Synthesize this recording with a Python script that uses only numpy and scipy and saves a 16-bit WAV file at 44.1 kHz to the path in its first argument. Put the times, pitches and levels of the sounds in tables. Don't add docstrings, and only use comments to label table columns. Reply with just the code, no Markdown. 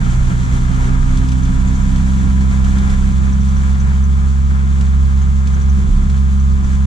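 import sys
import numpy as np
from scipy import signal
from scipy.fft import rfft, irfft, next_fast_len
from scipy.io import wavfile
from scipy.ndimage import uniform_filter1d, minimum_filter1d

SR = 44100
rng = np.random.default_rng(int(sys.argv[2]) if len(sys.argv) > 2 else 0)


def generate_wav(signal):
    frames = np.transpose(np.atleast_2d(signal))
    scaled = np.clip(frames, -1, 1) * 32767
    pcm = np.round(scaled).astype(np.int16)
    wavfile.write(sys.argv[1], SR, pcm)


N = 302526
TIME = np.arange(N) / SR

# t/s, coarseness/dB
ROAD_COARSENESS = [(0, 0.5), (2.1, -0.04), (2.9, 1.5), (3.4, -2.5), (4.3, -3.5), (6.86, -3.5)]
# middle t/s, length/s, rise of tyre roar/dB, rise of cab boom/dB
ROAD_PATCHES = [(0.088, 0.11, 1.5, 5.5), (0.312, 0.048, 2, 2.5), (0.56, 0.049, 2, 0), (0.806, 0.22, 2.5, 0),
                (1.465, 0.11, 0.5, 3), (2.26, 0.058, 1.5, 6.5), (2.815, 0.3, 1, -2), (3.702, 0.31, 3, 1),
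                (3.918, 0.1, 3, 2), (4.562, 0.12, 2, 1), (4.83, 0.072, 3.5, 3), (5.542, .16, 3.5, 2),
                (5.956, 0.32, 1.5, 5), (6.136, .1, 0.5, 0.5), (6.68, .14, 2, 0)]
# middle t/s, length/s, level/dB
ROAD_DIPS = [(.18, .28, -17.5), (0.606, 0.16, -19), (0.865, 0.23, -18.5), (1.107, 0.2, -14),
             (1.495, 0.13, -15.5), (1.85, 0.34, -17), (3.022, 0.13, -19), (3.544, 0.093, -26),
             (5.3, 0.4, -32), (5.96, 0.18, -10.5), (6.605, 0.26, -26.5)]
# middle t/s, length/s, level before mixing/dB
SUSPENSION_KNOCKS = [(0.304, 0.16, -42), (0.607, 0.17, -43), (.9, 0.14, -40), (1.195, 0.21, -42),
                     (2.227, .14, -44), (2.848, 0.2, -41.5), (4.79, 0.072, -46.5), (5.597, .1, -43),
                     (5.84, 0.19, -42), (6.072, .16, -45.5), (6.623, 0.22, -44)]
# t/s, firing rate f/Hz
FIRING_RATE = [(0, 62.32), (1.85, 65.49), (3.9, 67.81), (5.65, 67.95), (6.86, 67.49)]
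# f/Hz, width/Hz, level at the centre/dB
AIR_MODES = [(68.27, 11, -11), (124.96, 18.75, -18.5), (198.75, 8.44, -19), (258.3, 10.66, -28.5)]
# left minus right level/dB, left lead/rad
DRONE_STEREO = [(-2, -0.76), (-0.4, 0.6), (-2, -0.45), (-10, -0.42)]
# middle t/s, length/s, f at the middle/Hz, glide/(Hz per s), level/dB
TURBO_SWELLS = [(0.684, .6, 2064, 21, -50), (5.15, 1, 2086, -49.5, -54)]
# t/s, level before mixing/dB
RATTLES = [(1.171, -28.5), (1.286, -28), (1.317, -29), (1.449, -29), (1.958, -30.5), (2.6423, -29),
           (2.783, -28), (2.898, -29), (4.809, -30), (5.471, -30), (6.097, -33)]
# t/s, number of chirps, level before mixing/dB, centre f/Hz
SQUEAK_BOUTS = [(1.4294, 1, -31, 6300), (1.6708, 2, -32, 6650), (1.812, 1, -32, 7000),
                (3.3268, 4, -34.5, 5970), (3.7985, 1, -33, 6100), (4.0352, 1, -35, 6200),
                (5.217, 1, -36, 6430), (5.5363, 3, -34, 6100), (6.3956, 1, -36, 6110),
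                (6.6348, 1, -36, 6050)]

# f/Hz, relative level/dB
SHAKE_COLOUR = [(12, -17), (18, -8), (27, -4.5), (42, -1.5), (52, -2), (62, -4.5), (75, -5), (100, -12.5),
                (140, -27)]
BOOM_COLOUR = [(85, -33), (112, -7), (128, -10), (158, -5), (177, 1), (195, -5), (230, -13.5), (260, -15.5),
               (300, -24), (370, -28), (480, -36.5), (700, -56)]
FLOOR_COLOUR = [(260, -10), (320, 2.5), (390, -0.5), (460, -10.5), (600, -17)]
ROAR_COLOUR = [(220, -19), (330, 2), (400, -1.5), (500, -3.5), (620, -7), (900, -2.5), (1200, 0),
               (1500, -4), (1900, -6), (2300, -8), (2800, -18)]
SPRAY_COLOUR = [(1700, -1), (2600, -2.5), (3100, -3), (4000, -2), (5300, -4), (6100, 0.5), (7400, 2),
                (8100, -4), (9000, -8.5), (10200, -12), (11500, -22.5), (13000, -20), (14400, -42)]
KNOCK_COLOUR = [(400, -16), (700, -5.5), (1200, 3), (1600, 1), (2200, -10), (3300, -11.5), (5000, -31)]

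# f/Hz, side minus mid level/dB
CAB_WIDTH = [(370, -6), (550, -2), (760, 8.5), (1000, -3.5), (1240, 7.5), (1600, 7.5), (2260, 6.5),
             (3200, -7), (4140, -7), (5500, -3), (7600, 1)]
# f/Hz, width/Hz, left level/dB, right level/dB
PANEL_RESONANCES = [(704, 178, 9, 3.5), (790, 100, 1.5, 7.5), (1100, 110, -1.5, 2), (1230, 210, 3.5, -1.5),
                    (1377, 106, 6, 5.5), (1662, 266, 6.5, 2), (2100, 81, 3.5, -3.5), (2284, 360, 3.5, 5.5),
                    (3120, 235, 0, 6), (3470, 220, 3.5, 6), (4900, 600, -0.5, -3.5)]


def undb(db):
    return 10 ** (np.asarray(db) / 20)


def unit(x):
    return x / np.sqrt(np.mean(x ** 2))


def curves(table):
    times, *columns = np.transpose(table)
    return [np.interp(TIME, times, column) for column in columns]


def swell(middle_s, length_s):
    return np.cos(np.pi / 2 * np.clip((TIME - middle_s) / length_s, -1, 1)) ** 2


def walk(rate_hz):
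    step = int(SR / rate_hz)
    stairs = np.repeat(rng.standard_normal(N // step + 1), step)
    return unit(uniform_filter1d(stairs, step)[:N])


def noise():
    return rng.standard_normal((2, N))


def colour(x, points):
    hz, db = np.transpose(points)
    size = next_fast_len(N + 8192)
    bins = np.maximum(np.fft.rfftfreq(size, 1 / SR), 1)
    gain = undb(np.interp(np.log(bins), np.log(np.maximum(hz, 1)), db))
    return irfft(rfft(x, size) * gain, size)[..., :N]


def band(x, points):
    below, above = (points[0][0] / 2, -100), (points[-1][0] * 2, -100)
    return unit(colour(x, [below, *points, above]))


def resonance(hz, centre_hz, width_hz):
    return 1 / (1 + (2 * (hz - centre_hz) / width_hz) ** 2)


def tone(phase, pan_db, lead):
    left = undb(pan_db / 2) * np.sin(phase + lead / 2)
    right = undb(-pan_db / 2) * np.sin(phase - lead / 2)
    return np.sqrt(2) * np.array([left, right])


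def bursts(events, octaves, rise_s, decay_s):
    size = 4096
    age = np.arange(size) / SR
    envelope = (1 - np.exp(-age / rise_s)) * np.exp(-age / decay_s)
    out = np.zeros((2, N + size))
    for time_s, level_db, hz in events:
        edges = np.clip(hz * 2 ** (np.array([-0.5, 0.5]) * octaves), 100, SR / 5)
        bandpass = signal.butter(3, edges, "bandpass", fs=SR, output="sos")
        ring = signal.sosfilt(bandpass, rng.standard_normal((2, size)))
        start = int(time_s * SR)
        out[:, start:start + size] += undb(level_db) * envelope * unit(ring)
    return out[:, :N]


def cab(pair):
    mid, side = pair[0], colour(pair[1], CAB_WIDTH)
    hz = np.geomspace(300, 7000, 400)
    side_gain = undb(np.interp(hz, *np.transpose(CAB_WIDTH)))
    spread_db = 10 * np.log10(1 + side_gain ** 2)
    panels_db = 0
    for centre, width, left_db, right_db in PANEL_RESONANCES:
        panels_db = panels_db + np.outer([left_db, right_db], resonance(hz, centre, width))
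    left = colour(mid + side, np.column_stack([hz, panels_db[0] - spread_db]))
    right = colour(mid - side, np.column_stack([hz, panels_db[1] - spread_db]))
    return np.array([left, right])


def floor_pan(level_db=-0.5, apart=0.55):
    strength = 0
    for middle_s, length_s, db in SUSPENSION_KNOCKS:
        strength = strength + undb(db + level_db) * swell(middle_s, length_s)
    mid, side = strength * band(noise(), FLOOR_COLOUR)
    return np.array([mid + apart * side, mid - apart * side])


def tyres(roar_db, spray_db, tread_db=-5, water_db=-1, drops_per_s=1500, drop_spread_db=3.0,
          drop_share=0.56, flicker_db=0.88):
    roar = band(noise(), ROAR_COLOUR) * undb(roar_db + tread_db + flicker_db * walk(18))
    hits = rng.random((2, N)) < drops_per_s / SR
    signs = rng.choice([-1, 1], (2, N))
    sizes = undb(drop_spread_db * np.minimum(rng.exponential(size=(2, N)), 5))
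    drops = unit(hits * signs * sizes)
    hiss = band(noise() + drop_share * drops, SPRAY_COLOUR)
    return roar + hiss * undb(spray_db + water_db + flicker_db * walk(30))


def trim(road_db, rattle_db=-1.0, body_db=-9, squeak_db=2, tick_db=-42, tick_spread_db=0.5,
         tick_octaves=0.22, count=40):
    rattle_hz, body_hz, chirps_per_s = 4240, 1720, 12.8
    taps = bursts([(s, db, rattle_hz) for s, db in RATTLES], octaves=1.77, rise_s=0.0016, decay_s=0.0073)
    body = bursts([(s, db, body_hz) for s, db in RATTLES], octaves=1.2, rise_s=0.0066, decay_s=0.012)

    moments = rng.integers(0, N, count)
    chance = rng.uniform(-0.79, 1, (count, 2))
    small = []
    for i, (loudness, pitch) in zip(moments, chance):
        level_db = tick_db + road_db[i] + tick_spread_db * loudness
        small.append((i / SR, level_db, rattle_hz * 2 ** (tick_octaves * pitch)))
    ticks = bursts(small, octaves=1.0, rise_s=0.001, decay_s=0.0087)

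    chirps = []
    for start_s, number, db, hz in SQUEAK_BOUTS:
        for k in range(round(number)):
            chirps.append((start_s + k / chirps_per_s, db, hz))
    squeaks = bursts(chirps, octaves=0.17, rise_s=0.0065, decay_s=0.01)
    return undb(rattle_db) * taps + undb(body_db) * body + ticks + undb(squeak_db) * squeaks


def rumble(turns, road_db, sway, thud_db, crank_db=-28.0, shake_db=-22.0, sway_shake_db=-17,
           boom_db=-26, road_slope=1.13, pan_db=-6.0, apart=0.25):
    coarse = undb(road_slope * road_db)
    crank = tone(2 * np.pi * turns + 0.2 * walk(9), -1.7, -0.14)
    rocking = (undb(crank_db) * coarse + sway) * crank
    shake_gain = undb(shake_db) * coarse + undb(sway_shake_db) * sway
    shake = shake_gain * band(noise(), SHAKE_COLOUR)
    boom = undb(boom_db + thud_db) * coarse * band(noise(), BOOM_COLOUR)
    mid, side = shake + boom
    left = undb(pan_db / 2) * (mid + apart * side)
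    right = undb(-pan_db / 2) * (mid - apart * side)
    return rocking + np.array([left, right])


def turbo(drift_hz=7):
    out = 0
    for middle_s, length_s, hz, glide, db in TURBO_SWELLS:
        pitch_hz = hz + glide * (TIME - middle_s) + drift_hz * walk(25)
        whistle = tone(2 * np.pi * np.cumsum(pitch_hz) / SR, 1, 2.0)
        out = out + swell(middle_s, length_s) * undb(db) * whistle
    return out


def whine(turns, firing_hz, waver_db=0.9, backlash=0.53, mesh_db=-45, housing_hz=978,
          housing_width_hz=74, cover_db=-43.0, cover_hz=1213, cover_width_hz=34):
    teeth, orders = 30, (36, 38, 40)
    crank_hz = firing_hz / 2
    housing = resonance(teeth * crank_hz, housing_hz, housing_width_hz)
    mesh_gain = housing * undb(mesh_db + waver_db * walk(20))
    mesh = mesh_gain * tone(2 * np.pi * teeth * turns + backlash * walk(30), -0.94, 1.0)
    cover = 0
    for order in orders:
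        response = 1 / np.hypot(1, 2 * (order * crank_hz - cover_hz) / cover_width_hz)
        gain = response * undb(cover_db + waver_db * walk(15))
        cover = cover + gain * tone(2 * np.pi * order * turns + backlash * walk(30), 6.2, -3.5)
    return mesh + cover


def knock(turns, decay=0.77, scatter_db=3.0, loose=0.39):
    size = 2048
    cycle = rng.standard_normal((2, size))
    ring = cycle[:, (turns / 2 % 1 * size).astype(int)]
    firing = 2 * turns
    strength = undb(scatter_db * rng.standard_normal(1000))[firing.astype(int)]
    fade = np.exp(-(firing % 1) / decay)
    return band((ring + loose * noise()) * strength * fade, KNOCK_COLOUR)


def harmonic_levels(firing_hz, sway, sway_loss_db=24):
    levels_db = []
    for k, (hz, width, db) in enumerate(AIR_MODES, 1):
        levels_db.append(db + 20 * np.log10(resonance(k * firing_hz, hz, width)))
    levels_db[0] = levels_db[0] - sway_loss_db * sway
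    return levels_db


def drone(turns, levels_db, flutter_db=0.63):
    out = 0
    for k, (db, (pan_db, lead)) in enumerate(zip(levels_db, DRONE_STEREO), 1):
        phase = 2 * np.pi * 2 * k * turns + np.pi / 4
        out = out + undb(db + flutter_db * walk(12)) * tone(phase, pan_db, lead)
    return out


def scene(knock_db=-10, tyre_db=-33.0, wet_db=-39.5, splash_share=0.52):
    firing_hz, = curves(FIRING_RATE)
    road_db, = curves(ROAD_COARSENESS)
    turns = np.cumsum(firing_hz / 2) / SR
    sway = sum(undb(db) * swell(s, length) for s, length, db in ROAD_DIPS)
    splash_db, thud_db = sum(np.outer(rises_db, swell(s, length)) for s, length, *rises_db in ROAD_PATCHES)
    roar_db = tyre_db + road_db + splash_db
    spray_db = wet_db + road_db + splash_share * splash_db
    clatter = undb(roar_db + knock_db) * knock(turns)
    diffuse = tyres(roar_db, spray_db) + trim(road_db) + clatter
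    low = floor_pan() + rumble(turns, road_db, sway, thud_db)
    engine = turbo() + whine(turns, firing_hz) + drone(turns, harmonic_levels(firing_hz, sway))
    return cab(diffuse) + low + engine


def record(dry, ceiling_db=-2.5):
    hold, edge_s, top_hz = SR // 50, 0.005, 14500
    needed = np.minimum(1, undb(ceiling_db) / (np.abs(dry).max(axis=0) + 1e-9))
    gain = uniform_filter1d(minimum_filter1d(needed, hold), hold)
    lowpass = signal.ellip(8, 0.2, 70, top_hz, fs=SR, output="sos")
    from_edge_s = np.minimum(TIME, TIME[::-1])
    ends = np.sin(np.pi / 2 * np.minimum(1, from_edge_s / edge_s)) ** 2
    return ends * signal.sosfilt(lowpass, gain * dry)


dry = scene()
out = record(dry)
generate_wav(out)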